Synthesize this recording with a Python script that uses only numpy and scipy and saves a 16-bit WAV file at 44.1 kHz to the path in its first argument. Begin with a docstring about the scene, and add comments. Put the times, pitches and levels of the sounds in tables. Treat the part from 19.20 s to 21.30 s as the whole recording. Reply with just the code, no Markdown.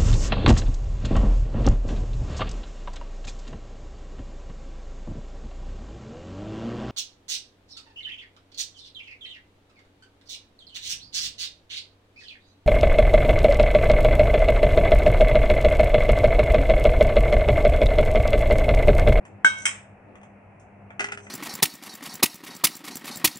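"""A foil-covered cup clinks on a ceramic plate in a quiet kitchen.
Its base lands and rings the plate's modes, slides a little, then drops flat with a brighter,
chattering clink. Fingers brush the foil, then shift the cup, which knocks dully, damped by the hand.
Mains hum and a low rush of air lie underneath."""
import sys
import numpy as np
from scipy import signal
from scipy.fft import rfft, irfft
from scipy.io import wavfile

SR = 44100
rng = np.random.default_rng(int(sys.argv[2]) if len(sys.argv) > 2 else 0)


def unload_audio(sound):
    """Save the sound as a 16-bit wav file, at the path given as the first command line argument."""
    columns = np.transpose(np.atleast_2d(sound))
    # keep every value between -1 and 1, then stretch to whole-number steps
    steps = np.round(np.clip(columns, -1, 1) * 32767)
    wavfile.write(sys.argv[1], SR, steps.astype(np.int16))


N = 92610
T = np.arange(N) / SR
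FREQS_HZ = np.fft.rfftfreq(N, 1 / SR) + 1e-3

# Plate with cup. Each row: mode in Hz, base t60 in seconds, first-touch level in dB,
# flat-landing level in dB, left minus right in dB.
PLATE_MODES = [ (1292, .1, -38, -33, 3), (1440, .15, -36, -28, 5), (1537, .34, -16, -44, 0),
               (1598, .3, -25, -45, 2), (2075, .1, -37, -26, 0), (2172, .3, -46, -19, 3),
               (2202, .39, -20, -28, -6), (3150, .41, -33, -28, 0), (3207, .39, -32, -29, -1),
               (3828, .46, -39, -45, 9), (5320, .34, -38, -31, -1), (5943, .3, -38, -31, 2),
               (6655, .22, -37, -31, 0), (7615, .27, -48, -29, 0), (7700, .24, -36, -32, -3),
               (8240, .26, -52, -29, -4), (8320, .25, -38, -30, -2), (10660, .18, -58, -44, 0)]
# Each row: start in seconds, landing flatness 0-1, crack level in dB, crack treble in dB,
# crack t60 in seconds, wash level in dB, factor on the modes' t60.
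LANDINGS = [(0.2463, 0, -11.5, -15, 0.017, -31, 1), (0.4542, 0.88, -24, 13, 0.077, -36.5, 0.45)]
# Each row: frequency in Hz, extra level in dB before the suppression-like drop.
SUPPRESSION_DROP = [(1300, 5), (1540, 10), (2200, 1), (3800, 0), (7700, 3)]
# Each row: frequency in Hz, left phase lead in radians.
LEFT_LEAD = [(1300, 1.0), (1540, 2.05), (2200, 1.0), (8000, 1.3)]
# Base settling. Each row: start in seconds, level in dB.
BOUNCES = [(0.4659, -11.5), (0.475, -21.5), (0.482, -35)]
# Cup bumps, foil crinkles. Each row: start in seconds, level in dB, treble in dB, t60 in seconds.
CUP_KNOCKS = [(1.7948, -23, -3, .065), (1.805, -21, 0, .05), (1.8425, -25, 2, .05), (1.8855, -29, -9, .05),
              (1.9205, -28, 3, .045), (1.974, -37, 1, .06), (2.067, -41, -10, .04)]
FOIL_CRINKLES = [(0.052, -40.5, -6, 0.045), (0.955, -43, -11, 0.042), (1.014, -49, -13.5, 0.041),
                 (1.032, -45, -10, 0.055), (1.398, -67, 11, 0.12), (1.705, -37, -22.5, 0.044)]
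# Held cup and plate. Each row: mode in Hz, t60 in seconds, level in dB relative to the knock.
HELD_MODES = [(261, 0.11, -24.5), (408.8, 0.67, -20.5), (776, 0.03, -9), (1304, 0.043, -6.5),
              (2008, 0.028, 2.5), (2480, 0.026, -3.5)]
# Each row: start in seconds, end in seconds, level in dB.
BASE_SLIDES = [(0.373, 0.454, -48.5), (1.97, 2.115, -62.5)]
# Each row: centre in seconds, half length in seconds, level in dB.
HAND_RUBS = [(0.11, 0.11, -55.5), (0.909, 0.065, -55)]
# Source spectra. Each row: frequency in Hz, relative level in dB.
CRACK_SPECTRUM = [(100, -21), (300, -5.5), (800, -0.5), (1400, 9), (2200, 17.5), (2650, 10), (3250, 13.5),
                  (4300, -33), (5400, 0.5), (7000, 0.5), (8400, 8), (9400, -19.5), (10600, -9),
                  (12000, -32)]
WASH_SPECTRUM = [(400, -37), (1000, -5), (1500, -2.5), (2000, -15), (2700, 2), (3400, -2.5), (4400, -21),
                 (5600, -11.5), (7000, -19.5), (8200, -6), (9400, -51), (11000, -35.5)]
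THUD_SPECTRUM = [(80, -14), (200, -1), (450, 0), (900, -4), (1300, -6), (2000, -22), (4000, -50),
                 (9000, -70)]
KNOCK_SPECTRUM = [(100, -20), (260, -5), (500, -5), (800, -2.5), (1020, -8.5), (1350, 4.5), (1750, 1.5),
                  (2100, 1), (2700, 3), (4000, -19.5), (6000, -11), (8300, -15), (11000, -31.5)]
SLIDE_SPECTRUM = [(1200, -12), (3000, -8), (4300, -24), (5300, -15), (6000, 1), (6550, -3.5), (7100, -12.5),
                  (7700, -3.5), (8500, -7), (9400, -28), (10600, -19.5), (12000, -32.5)]
FOIL_SPECTRUM = [(300, -10), (850, 3), (1500, -2.5), (2500, -1), (3400, -5), (4200, -29.5), (6000, -6.5),
                 (8000, -8), (11000, -24)]
RUB_SPECTRUM = [(60, -21.5), (170, -7), (270, -3.5), (480, -10), (900, -21.5), (3000, -41), (8000, -66)]
AIR_SPECTRUM = [(25, -18), (60, -6), (120, -1.5), (160, -5.5), (250, -6), (330, -9.5), (520, -8),
                (720, -4.5), (1050, -15.5), (1600, -18.5), (2600, -20), (3100, -39.5), (3700, -52.5),
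                (8000, -51.5), (11000, -53.5)]
# Near walls and worktop. Each row: delay in seconds, left gain in dB, right gain in dB.
REFLECTIONS = [(.0035, -10, -18), (.0111, -24.5, -6), (.0195, -10.5, -16), (.0273, -28.5, -9)]
# Kitchen tail. Each row: band in Hz, t60 in seconds, gain in dB.
ROOM_BANDS = [(150, 1, -9), (680, 0.46, -4), (1660, .42, -4), (3499, 0.23, -10.5), (7020, 0.29, -3.5),
              (11160, 0.27, -8.5)]
# Each row: frequency in Hz, left minus right in dB.
STEREO_BALANCE = [(100, 1), (300, 2), (1500, 0.5), (3400, 1), (4500, -2.5), (5800, 7.5), (6700, 7.5),
                  (7600, -8), (8600, -6), (10600, -3)]


def plate_ring(raised_s=.035, drop_s=.002, beat_hz=26, beat_depth=.4):
    """Each landing rings the same modes; a flat one is brighter and dies sooner."""
    out, sides = np.zeros((2, N)), np.array([[1], [-1]]) / 2
    for hz, t60_s, touch_db, flat_db, pan_db in PLATE_MODES:
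        # Room reflections make each mode beat, differently on each side.
        beat = 1 + beat_depth * drift(beat_hz)
        lead_rad = sides * np.interp(hz, *np.array(LEFT_LEAD).T)
        phase_rad = lead_rad + beat_depth * drift(beat_hz) + 2 * np.pi * rng.random()
        drop_db = np.interp(hz, *np.array(SUPPRESSION_DROP).T)
        for start_s, flatness, *_, t60_factor in LANDINGS:
            # Level stays raised for 35 ms, then drops abruptly, like a recorder's noise suppression.
            raised = (1 - np.tanh((T - start_s - raised_s) / drop_s)) / 2
            mode_db = np.interp(flatness, [0, 1], [touch_db, flat_db]) + raised * drop_db
            gain = undb(mode_db + pan_db * sides) * (raised + (1 - raised) * beat)
            out += gain * ring(start_s, hz, t60_s * t60_factor, phase_rad)
    return out


def cracks():
    """Hard contact of each landing, its wash of weak modes, and chatter as the base settles."""
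    out = sum(burst(start_s, db, CRACK_SPECTRUM, t60_s=.01, treble_db=-4.5) for start_s, db in BOUNCES)
    for start_s, _, db, treble_db, t60_s, wash_db, _ in LANDINGS:
        out += burst(start_s, db, CRACK_SPECTRUM, t60_s, treble_db)
        out += burst(start_s, wash_db, WASH_SPECTRUM, t60_s=.33)
    return out


def thuds(touch_db=-21.5, flat_db=-26):
    """Each landing pushes the plate against the worktop."""
    out = np.zeros(N)
    for start_s, flatness, *_ in LANDINGS:
        db = np.interp(flatness, [0, 1], [touch_db, flat_db])
        out += burst(start_s, db, THUD_SPECTRUM, t60_s=.014)
    return out


def knocks():
    """The cup, damped by the hand, bumps the plate."""
    out = np.zeros(N)
    for start_s, db, treble_db, t60_s in CUP_KNOCKS:
        out += burst(start_s, db, KNOCK_SPECTRUM, t60_s, treble_db)
        for hz, mode_t60_s, mode_db in HELD_MODES:
            out += undb(db + mode_db) * ring(start_s, hz, mode_t60_s)
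    return out


def slides(slips_per_s=830, edge_s=.028):
    """Tiny slips of the base on the glaze excite high resonances."""
    slips = (rng.random(N) < slips_per_s / SR) * rng.standard_normal(N)
    pressure = np.zeros(N)
    for start_s, end_s, db in BASE_SLIDES:
        inside_s = np.minimum(T - start_s, end_s - T)
        pressure += undb(db) * np.clip(inside_s / edge_s + .5, 0, 1)
    return pressure * colour(slips, SLIDE_SPECTRUM)


def foil():
    """Foil crinkles under the fingers."""
    return sum(burst(start_s, db, FOIL_SPECTRUM, t60_s, treble_db)
               for start_s, db, treble_db, t60_s in FOIL_CRINKLES)


def rubs():
    """Skin rubs the cup as the grip changes."""
    swell = sum(undb(db) * np.exp(-((T - centre_s) / half_s) ** 2) for centre_s, half_s, db in HAND_RUBS)
    return swell * colour(rng.standard_normal(N), RUB_SPECTRUM)


def near_field(x, right_lag_s=.00021):
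    """Direct sound and first reflections, earlier on the left."""
    left = x + sum(undb(db) * delay(x, lag_s) for lag_s, db, _ in REFLECTIONS)
    right = x + sum(undb(db) * delay(x, lag_s) for lag_s, _, db in REFLECTIONS)
    return np.array([left, delay(right, right_lag_s)])


def kitchen(x, build_s=.0024):
    """Diffuse tail, decaying band by band, independent on each side."""
    noise, tail = rfft(rng.standard_normal((2, N))), 0
    for band_hz, t60_s, db in ROOM_BANDS:
        band = curve([(hz, float(hz == band_hz)) for hz, *_ in ROOM_BANDS])
        envelope = fade(0, t60_s) * (1 - np.exp(-T / build_s))
        tail += undb(db) * irfft(noise * band, N) * envelope / np.linalg.norm(envelope)
    return signal.fftconvolve(x[None], tail, axes=1)[:, :N]


def air(mid_db=-52.5, wide_above_hz=700):
    """Low rush of air, wider in the treble."""
    mid, side = (colour(rng.standard_normal(N), AIR_SPECTRUM) for _ in range(2))
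    side = irfft(rfft(side) * FREQS_HZ / (FREQS_HZ + wide_above_hz), N)
    return undb(mid_db) * np.array([mid + side, mid - side])


def mains_hum(waver_db=4):
    """Two mains harmonics, each wavering in level."""
    out = np.zeros(N)
    for hz, db in [(100, -57.5), (200, -58)]:
        waver = colour(rng.standard_normal(N), [(8, -9.5), (30, -44), (100, -120)])
        out += np.sqrt(2) * undb(db + waver_db * waver) * np.sin(2 * np.pi * (hz * T + rng.random()))
    return out


def ring(start_s, hz, t60_s, phase_rad=0, attack_s=.0008):
    """One struck mode."""
    age_s = T - start_s
    attack = 1 - np.exp(-(age_s / attack_s) ** 2)
    return attack * fade(start_s, t60_s) * np.sin(2 * np.pi * hz * age_s + phase_rad)


def burst(start_s, db, spectrum, t60_s, treble_db=0, shelf_hz=3276):
    """Dense short-lived modes as decaying noise; harder contact lifts the treble."""
    gain = undb(curve(spectrum))
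    gain /= np.sqrt(np.mean(gain ** 2))
    shelf = undb(treble_db / (1 + (shelf_hz / FREQS_HZ) ** 4))
    noise = fade(start_s, t60_s) * rng.standard_normal(N)
    return undb(db) * irfft(rfft(noise) * shelf * gain, N)


def fade(start_s, t60_s):
    """Sudden onset, exponential decay."""
    return (T >= start_s) * np.exp(-np.log(1000) * np.maximum(T - start_s, 0) / t60_s)


def drift(rate_hz):
    """Random drift on each side, spread near 1."""
    knots_s = np.arange(0, T[-1] + 1, 1 / (2 * rate_hz))
    return np.array([np.interp(T, knots_s, row) for row in rng.standard_normal((2, len(knots_s)))])


def colour(x, spectrum):
    """Filter x by a spectrum; scale to rms 1."""
    y = irfft(rfft(x) * undb(curve(spectrum)), N)
    return y / y.std()


def curve(points):
    """Interpolate (Hz, value) points on a log frequency axis."""
    hz, value = np.array(points).T
    return np.interp(np.log(FREQS_HZ), np.log(hz), value)


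def delay(x, lag_s):
    """Delay to the nearest sample."""
    return np.interp(T - round(lag_s * SR) / SR, T, x, left=0)


def undb(db):
    """Decibels to gain."""
    return 10 ** (np.asarray(db) / 20)


def scene(knock_send_db=-9, ring_send_db=-9):
    """Cup, plate and hands in the kitchen, over air and hum."""
    rings, bumps = plate_ring(), knocks()
    contacts = cracks() + thuds() + foil() + slides() + rubs()
    room = kitchen(contacts + undb(knock_send_db) * bumps + undb(ring_send_db) * rings.mean(axis=0))
    return rings + near_field(contacts + bumps) + room + air() + mains_hum()


def record(dry, fade_in_s=.008, cutoff_hz=11100):
    """Left-right colouring, brief fade-in, steep low-pass."""
    balance_db = curve(STEREO_BALANCE)
    heard = irfft(rfft(dry) * undb(np.array([balance_db, -balance_db]) / 2), N)
    heard *= np.minimum(T / fade_in_s, 1)
    return signal.sosfilt(signal.ellip(8, .2, 70, cutoff_hz, fs=SR, output="sos"), heard)


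dry = scene()
out = record(dry)
unload_audio(out)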